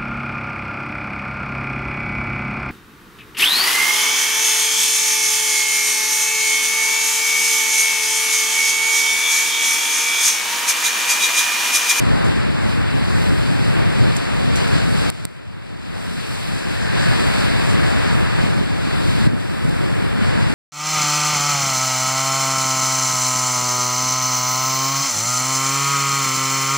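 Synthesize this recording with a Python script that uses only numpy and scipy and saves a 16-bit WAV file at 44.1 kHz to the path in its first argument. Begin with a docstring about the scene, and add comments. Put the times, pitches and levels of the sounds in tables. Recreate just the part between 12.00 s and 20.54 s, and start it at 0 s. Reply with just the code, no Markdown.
"""Below a harbour wall, storm surf churns in a gale, heard through two close microphone ports.
Clouds of bubbles roar in the breakers over distant surf, foam fizzes and thrown water rains back.
Eddies rumble and thump on the ports, and spray spatters the housing.
Two drops and a hard gust strike a port; the limiter ducks and the sea swells slowly back."""
import sys
import numpy as np
from scipy import signal
from scipy.fft import rfft, irfft, next_fast_len
from scipy.io import wavfile
from scipy.ndimage import uniform_filter1d, minimum_filter1d

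SR = 44100
rng = np.random.default_rng(int(sys.argv[2]) if len(sys.argv) > 2 else 0)


def digitize_waveform(pressure):
    """Quantize a signal to 16-bit integers and store it at the path in sys.argv[1].

    Rows of a 2-D input are taken as channels; values are limited to [-1, 1].
    """
    field = np.atleast_2d(pressure).T
    bounded = np.clip(field, -1, 1)
    quanta = np.round(bounded * 32767).astype(np.int16)
    wavfile.write(sys.argv[1], SR, quanta)


N = 376613
TIME = np.arange(N) / SR
FFT_SIZE = next_fast_len(N + 4096)
FREQS = np.fft.rfftfreq(FFT_SIZE, 1 / SR)


def undb(db):
    """Decibels to gain."""
    return 10 ** (np.asarray(db) / 20)


def unit(x):
    """Scale to rms 1."""
    return x / np.sqrt(np.mean(x ** 2))


def response(points):
    """An EQ curve: the gain at every frequency, drawn through points of f/Hz, level/dB."""
    hz, db = np.transpose(points)
    return undb(np.interp(np.log(FREQS + 1), np.log(hz), db))


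def shape(x, gain):
    """Filter by a gain at every frequency."""
    return irfft(rfft(x, FFT_SIZE) * gain, FFT_SIZE)[..., :N]


def wander(rate_hz):
    """A smooth random modulator: sample and hold, slewed twice, at rms 1."""
    hold = int(SR / rate_hz)
    steps = np.repeat(rng.standard_normal(N // hold + 1), hold)
    return unit(uniform_filter1d(uniform_filter1d(steps, hold), hold)[:N])


def swell(crest_s, build_s, settle_s):
    """An envelope that rises smoothly to 1 at the crest and falls smoothly away."""
    age = TIME - crest_s
    return np.exp(-(age / np.where(age < 0, build_s, settle_s)) ** 2)


def noise():
    """White noise."""
    return rng.standard_normal(N)


def bursts(per_s, spread_db):
    """Bursting bubbles or droplets: many small clicks and a few big ones."""
    happens = rng.random(N) < per_s / SR
    clicks = happens * noise()
    size_db = spread_db * np.minimum(rng.exponential(size=N), 5)
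    return unit(clicks * undb(size_db))


def at_ports(draw, shared):
    """Sound from all round differs between the ports; a share from straight ahead is alike."""
    return np.sqrt(1 - shared) * np.array([draw(), draw()]) + np.sqrt(shared) * draw()


def far_surf(level_db=-43.5):
    """Surf along the harbour wall merges into a dull, steady rumble."""
    # tone of the distant surf: f/Hz, level/dB
    rumble_eq = [(60, -22), (250, -3), (430, -3), (750, -10.5), (1500, -12), (4000, -60)]
    return unit(shape(at_ports(noise, shared=0.026), response(rumble_eq))) * undb(level_db)


def showers(build_s=0.081):
    """Water thrown up by a wave rains back in a bright, grainy hiss."""
    # tone of the falling water: f/Hz, level/dB
    hiss_eq = [(3000, -22), (5000, 3), (5700, 1), (6400, -8), (8000, 3), (10500, 0), (12500, -9),
               (15000, -9)]
    # falls of thrown water: crest t/s, level/dB, settling/s
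    falls = [(4.02, -37, 0.27), (4.3, -40.5, 0.38), (7.06, -44, 0.3), (7.45, -45, 0.86)]
    envelope = sum(undb(db) * swell(s, build_s, settle_s) for s, db, settle_s in falls)
    drops = at_ports(lambda: bursts(per_s=5000, spread_db=2.5), shared=0.05)
    return unit(shape(drops, response(hiss_eq))) * envelope


def spray(lee_db=-8):
    """Flurries of fine droplets hit the housing, hardest on the windward right side."""
    # tone of droplets on the housing: f/Hz, level/dB
    droplet_eq = [(2500, -12), (5000, 3), (7000, 5), (9500, 3), (12000, -5), (15500, -24)]
    # flurries on the windward side: t/s, level/dB, decay/ms
    flurries = [(.245, -37, 50), (2.165, -22.5, 7.6), (2.556, -26, 21), (2.62, -44, 110), (2.677, -18, 1)]
    envelope = sum(undb(db) * (TIME >= s) * np.exp(-1000 * np.abs(TIME - s) / ms)
                   for s, db, ms in flurries)
    droplets = at_ports(lambda: bursts(per_s=12000, spread_db=2), shared=0)
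    return unit(shape(droplets, response(droplet_eq))) * envelope * undb([[lee_db], [0]])


def gale():
    """Strength of the wind, 1 when it blows steadily."""
    # gusts and lulls against the steady gale: t/s, level/dB, rise and fall/s
    gusts = [(.05, 3, 0.089), (.28, 5, .056), (.46, 1.5, 0.035), (.7, 1, .2), (1.26, 1.5, 0.079),
             (1.52, 3.5, 0.044), (1.81, 3.5, 0.035), (2.05, 4, .07), (2.23, -3, 0.083), (2.77, 3.5, .046),
             (4.5, -1.5, .35), (6, 1.4, 0.27), (6.42, 1.5, 0.048), (6.7, -3, 0.13), (6.99, 1.5, .068),
             (7.31, 6, 0.072), (7.65, -0.5, 0.19), (8.37, 1, .08)]
    return undb(sum(db * swell(s, width_s, width_s) for s, db, width_s in gusts))


def wind(level_db=-27.5, flutter_hz=24, flutter_db=1.47, headroom=3.14):
    """Turbulence rumbles on each port separately and flutters within each gust."""
    # tone of the turbulence: f/Hz, level/dB
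    rumble_eq = [(20, -8), (50, 0.5), (105, 2), (160, -2.5), (250, -11), (350, -15.5), (600, -17.5),
                 (1500, -52), (4000, -62)]
    rumble = unit(shape(at_ports(noise, shared=0), response(rumble_eq)))
    rumble *= undb(flutter_db * wander(flutter_hz))
    # the wind speed bounds the pressure that an eddy can reach
    return headroom * np.tanh(rumble / headroom) * undb(level_db) * gale()


def eddy(age, hz, cycles=0.46):
    """Pressure under a passing eddy: one push, then one pull; peak 1."""
    swing = -np.sin(2 * np.pi * hz * age) * np.exp(-(hz * age / cycles) ** 2)
    return swing / np.abs(swing).max()


def buffets(knocks_per_s=13, knock_db=-20, wake_db=-18, lee_db=-2.5):
    """Big eddies thump the housing, each in a ragged wake; small ones knock at random."""
    # big eddies on the windward side: t/s, level/dB, swing f/Hz
    big_eddies = [(0.664, -13.5, 70), (0.948, -12, 95), (0.983, -22, 90), (1.076, -13, 80),
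                  (1.332, -14, 75), (1.6, -15, 80), (1.866, -14, 91), (2.097, -18, 125), (2.752, -17, 90),
                  (2.769, -19, 110), (2.785, -16, 100), (6.414, -16, 90), (6.44, -14, 175),
                  (6.458, -15, 165), (6.586, -13, 185), (6.611, -13, 180), (6.636, -20, 185),
                  (6.873, -15, 199), (7.275, -3.5, 175), (7.335, -7, 178), (7.652, -10.5, 158),
                  (8.357, -12, 101)]
    # tone of their wakes: f/Hz, level/dB
    wake_eq = [(30, -14), (110, 3), (260, -6), (420, -18), (900, -19), (3000, -70)]
    thumps = sum(undb(db) * eddy(TIME - s, hz) for s, db, hz in big_eddies)
    arrivals = (rng.random(N) < knocks_per_s / SR) * rng.uniform(-0.98, 1, N)
    knock = eddy(TIME[:2048] - TIME[1024], hz=79)
    knocks = undb(knock_db) * signal.fftconvolve(arrivals, knock, mode="same") * gale()
    stirred = sum(undb(db + wake_db) * swell(s, build_s=0.013, settle_s=0.02) for s, db, _ in big_eddies)
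    wake = unit(shape(at_ports(noise, shared=0.76), response(wake_eq))) * stirred
    roughness = 1 + 0.3 * wander(rate_hz=600)
    return ((thumps + knocks) * roughness + wake) * undb([[lee_db], [0]])


def strikes(swing_decay_s=0.005, through_housing=0.27):
    """A drop rings the port's tiny cavity; drop or gust pushes the diaphragm through one slow swing."""
    # resonances of the cavity: f/Hz, level/dB, decay/ms
    cavity_modes = [(2220, -21, 0.13), (4400, 3, 0.16), (8850, 12, 0.15), (11600, -13, 0.11)]
    # two drops and a hard gust on the right port: t/s, tick level/dB, swing level/dB, swing f/Hz
    hits = [(3.1015, 12.5, -14, 100), (3.2527, 16, -3, 115), (7.2722, -28, -8, 174)]
    out = np.zeros((2, N))
    t = TIME[:1000]
    ring = sum(undb(db) * np.sin(2 * np.pi * hz * t) * np.exp(-1000 * t / ms)
               for hz, db, ms in cavity_modes)
    tick = ring / np.abs(ring).max()
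    for s, tick_db, swing_db, swing_hz in hits:
        swing = np.sin(2 * np.pi * swing_hz * t) * np.exp(-t / swing_decay_s)
        span = slice(int(s * SR), int(s * SR) + len(t))
        out[1, span] += undb(swing_db) * swing - undb(tick_db) * tick
        # the housing carries the tick across to the other port
        out[0, span] -= through_housing * undb(tick_db) * tick
    return out


def plunge(level_db=-32.5, centre_hz=1650, width_octaves=0.17):
    """The nearest breaker traps a cloud of air; bubbles of much the same size ring in one band."""
    band = np.exp(-(np.log2((FREQS + 1) / centre_hz) / width_octaves) ** 2 / 2)
    bubbles = unit(shape(at_ports(noise, shared=0.1), band))
    return bubbles * undb(level_db) * swell(crest_s=5, build_s=0.38, settle_s=0.3)


def churn(x, eq, depth_db, rate_hz=16):
    """Colour a sound and let each octave swell on its own, as patches of water break and settle."""
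    spectrum = rfft(x, FFT_SIZE) * response(eq)
    octave = np.clip(np.log2((FREQS + 1) / 200), 0, 6)
    out = 0
    for k in range(7):
        band_gain = np.maximum(0, 1 - np.abs(octave - k))
        band = irfft(spectrum * band_gain, FFT_SIZE)[:, :N]
        out = out + band * undb(depth_db * wander(rate_hz))
    return unit(out)


def sea_levels(roar_bed_db=-33, fizz_bed_db=-39.5, foam_linger=1.14):
    """Envelopes of roar and fizz: each breaker adds its power to the bed of churning sea."""
    # breaking waves: crest t/s, roar level/dB, fizz level/dB, build-up/s, roar settling/s
    breakers = [(.2, -29.5, -37.5, 0.54, 0.31), (.66, -32.5, -40.2, 0.19, 0.19),
                (1.22, -34.5, -36.2, 0.4, 0.36), (1.78, -33, -44.3, .11, 0.093),
                (1.99, -32, -36.5, 0.7, 0.92), (2.6, -30.5, -32.8, 0.077, 0.34),
                (3.05, -34, -34.5, 0.21, .27), (3.22, -30, -37.5, 0.27, 0.51),
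                (4.03, -29.5, -36, 0.37, .08), (4.31, -30.5, -30, 0.4, .41), (5.2, -35, -33.5, 0.24, 0.32),
                (5.36, -29.5, -33.5, 0.89, 0.61), (6.04, -29, -35, 0.74, 0.49),
                (6.41, -31, -38, 0.069, .15), (7.07, -34.5, -36, 0.33, 0.42), (7.78, -35, -44, .67, 0.68),
                (8.29, -31, -37, 0.1, 0.31)]
    roar_power, fizz_power = undb(roar_bed_db) ** 2, undb(fizz_bed_db) ** 2
    for s, roar_db, fizz_db, build_s, settle_s in breakers:
        roar_power += (undb(roar_db) * swell(s, build_s, settle_s)) ** 2
        fizz_power += (undb(fizz_db) * swell(s, build_s, settle_s * foam_linger)) ** 2
    return np.sqrt(roar_power), np.sqrt(fizz_power)


def surf():
    """Clouds of bubbles roar in the breakers; the foam they leave bursts in a dense fizz."""
    # tone of the bubble clouds: f/Hz, level/dB
    roar_eq = [(60, -31), (250, -8.5), (450, -6), (750, -1.05), (1200, 0), (1650, 1), (2100, -2),
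               (2550, -5), (3000, -9.5), (3600, -10), (6000, -62)]
    # tone of the bursting foam: f/Hz, level/dB
    fizz_eq = [(1500, -12), (2500, 3.5), (3050, 0.5), (3700, 0.9), (4200, 1.5), (4700, 2.5), (5400, -6),
               (6300, -11), (7700, -6), (9600, -8), (11000, -14.5), (12500, -19.5), (14000, -23.5),
               (15500, -24)]
    roar_gain, fizz_gain = sea_levels()
    roar = churn(at_ports(noise, shared=0.043), roar_eq, depth_db=0.88)
    foam = at_ports(lambda: bursts(per_s=25000, spread_db=1.5), shared=0.09)
    fizz = churn(foam, fizz_eq, depth_db=1.2)
    return roar * roar_gain + fizz * fizz_gain


def scene():
    """Sea, wind and flying water as pressure at the two ports."""
    return surf() + far_surf() + plunge() + wind() + buffets() + strikes() + spray() + showers()


def widen(ports, port_lag_s=14 / SR):
    """Each channel subtracts the other port's delayed sound; lifting the side boosts the wind too."""
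    # crossfeed from the opposite port: f/Hz, level/dB
    crossfeed_eq = [(100, -2), (1500, -4), (6500, -4.5), (9500, -10), (15000, -42)]
    # lift of the side signal: f/Hz, level/dB
    side_eq = [(25, -5), (50, 2), (100, 8.5), (250, 14.5), (650, 10), (1000, 4.5), (1600, 2), (4000, 1.5)]
    # the channels' unequal sensitivity: f/Hz, left minus right level/dB
    balance = [(60, 1), (400, 1), (700, 2), (2000, -0.3), (3200, 4), (4700, -1), (6000, 6), (7500, -4.5),
               (10500, 2.2), (14000, 2)]
    crossfeed = response(crossfeed_eq) * np.exp(-2j * np.pi * FREQS * port_lag_s)
    mid = shape((ports[0] + ports[1]) / 2, 1 - crossfeed)
    side = shape((ports[0] - ports[1]) / 2, (1 + crossfeed) * response(side_eq))
    lean = np.sqrt(response(balance))
    return np.array([shape(mid + side, lean), shape(mid - side, 1 / lean)])


def limiter(x, ceiling_db=-0.7, recovery_db_per_s=10.5):
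    """The gain ducks just ahead of any peak over the ceiling and creeps back at a steady rate."""
    peak_db = 20 * np.log10(np.abs(x).max(axis=0) + 1e-9)
    over_db = np.maximum(0, peak_db - ceiling_db)
    recovery_db = recovery_db_per_s * TIME
    gain_db = recovery_db - np.maximum.accumulate(over_db + recovery_db)
    look_ahead_db = minimum_filter1d(gain_db, size=45)
    return x * undb(uniform_filter1d(look_ahead_db, size=45))


def record(dry):
    """Stereo widening, a limiter with slow recovery, and a steep top cut."""
    top_cut = signal.ellip(10, 0.1, 80, 15450, fs=SR, output="sos")  # low-pass at 15450 Hz
    return signal.sosfilt(top_cut, limiter(widen(dry)))


dry = scene()
out = record(dry)
digitize_waveform(out)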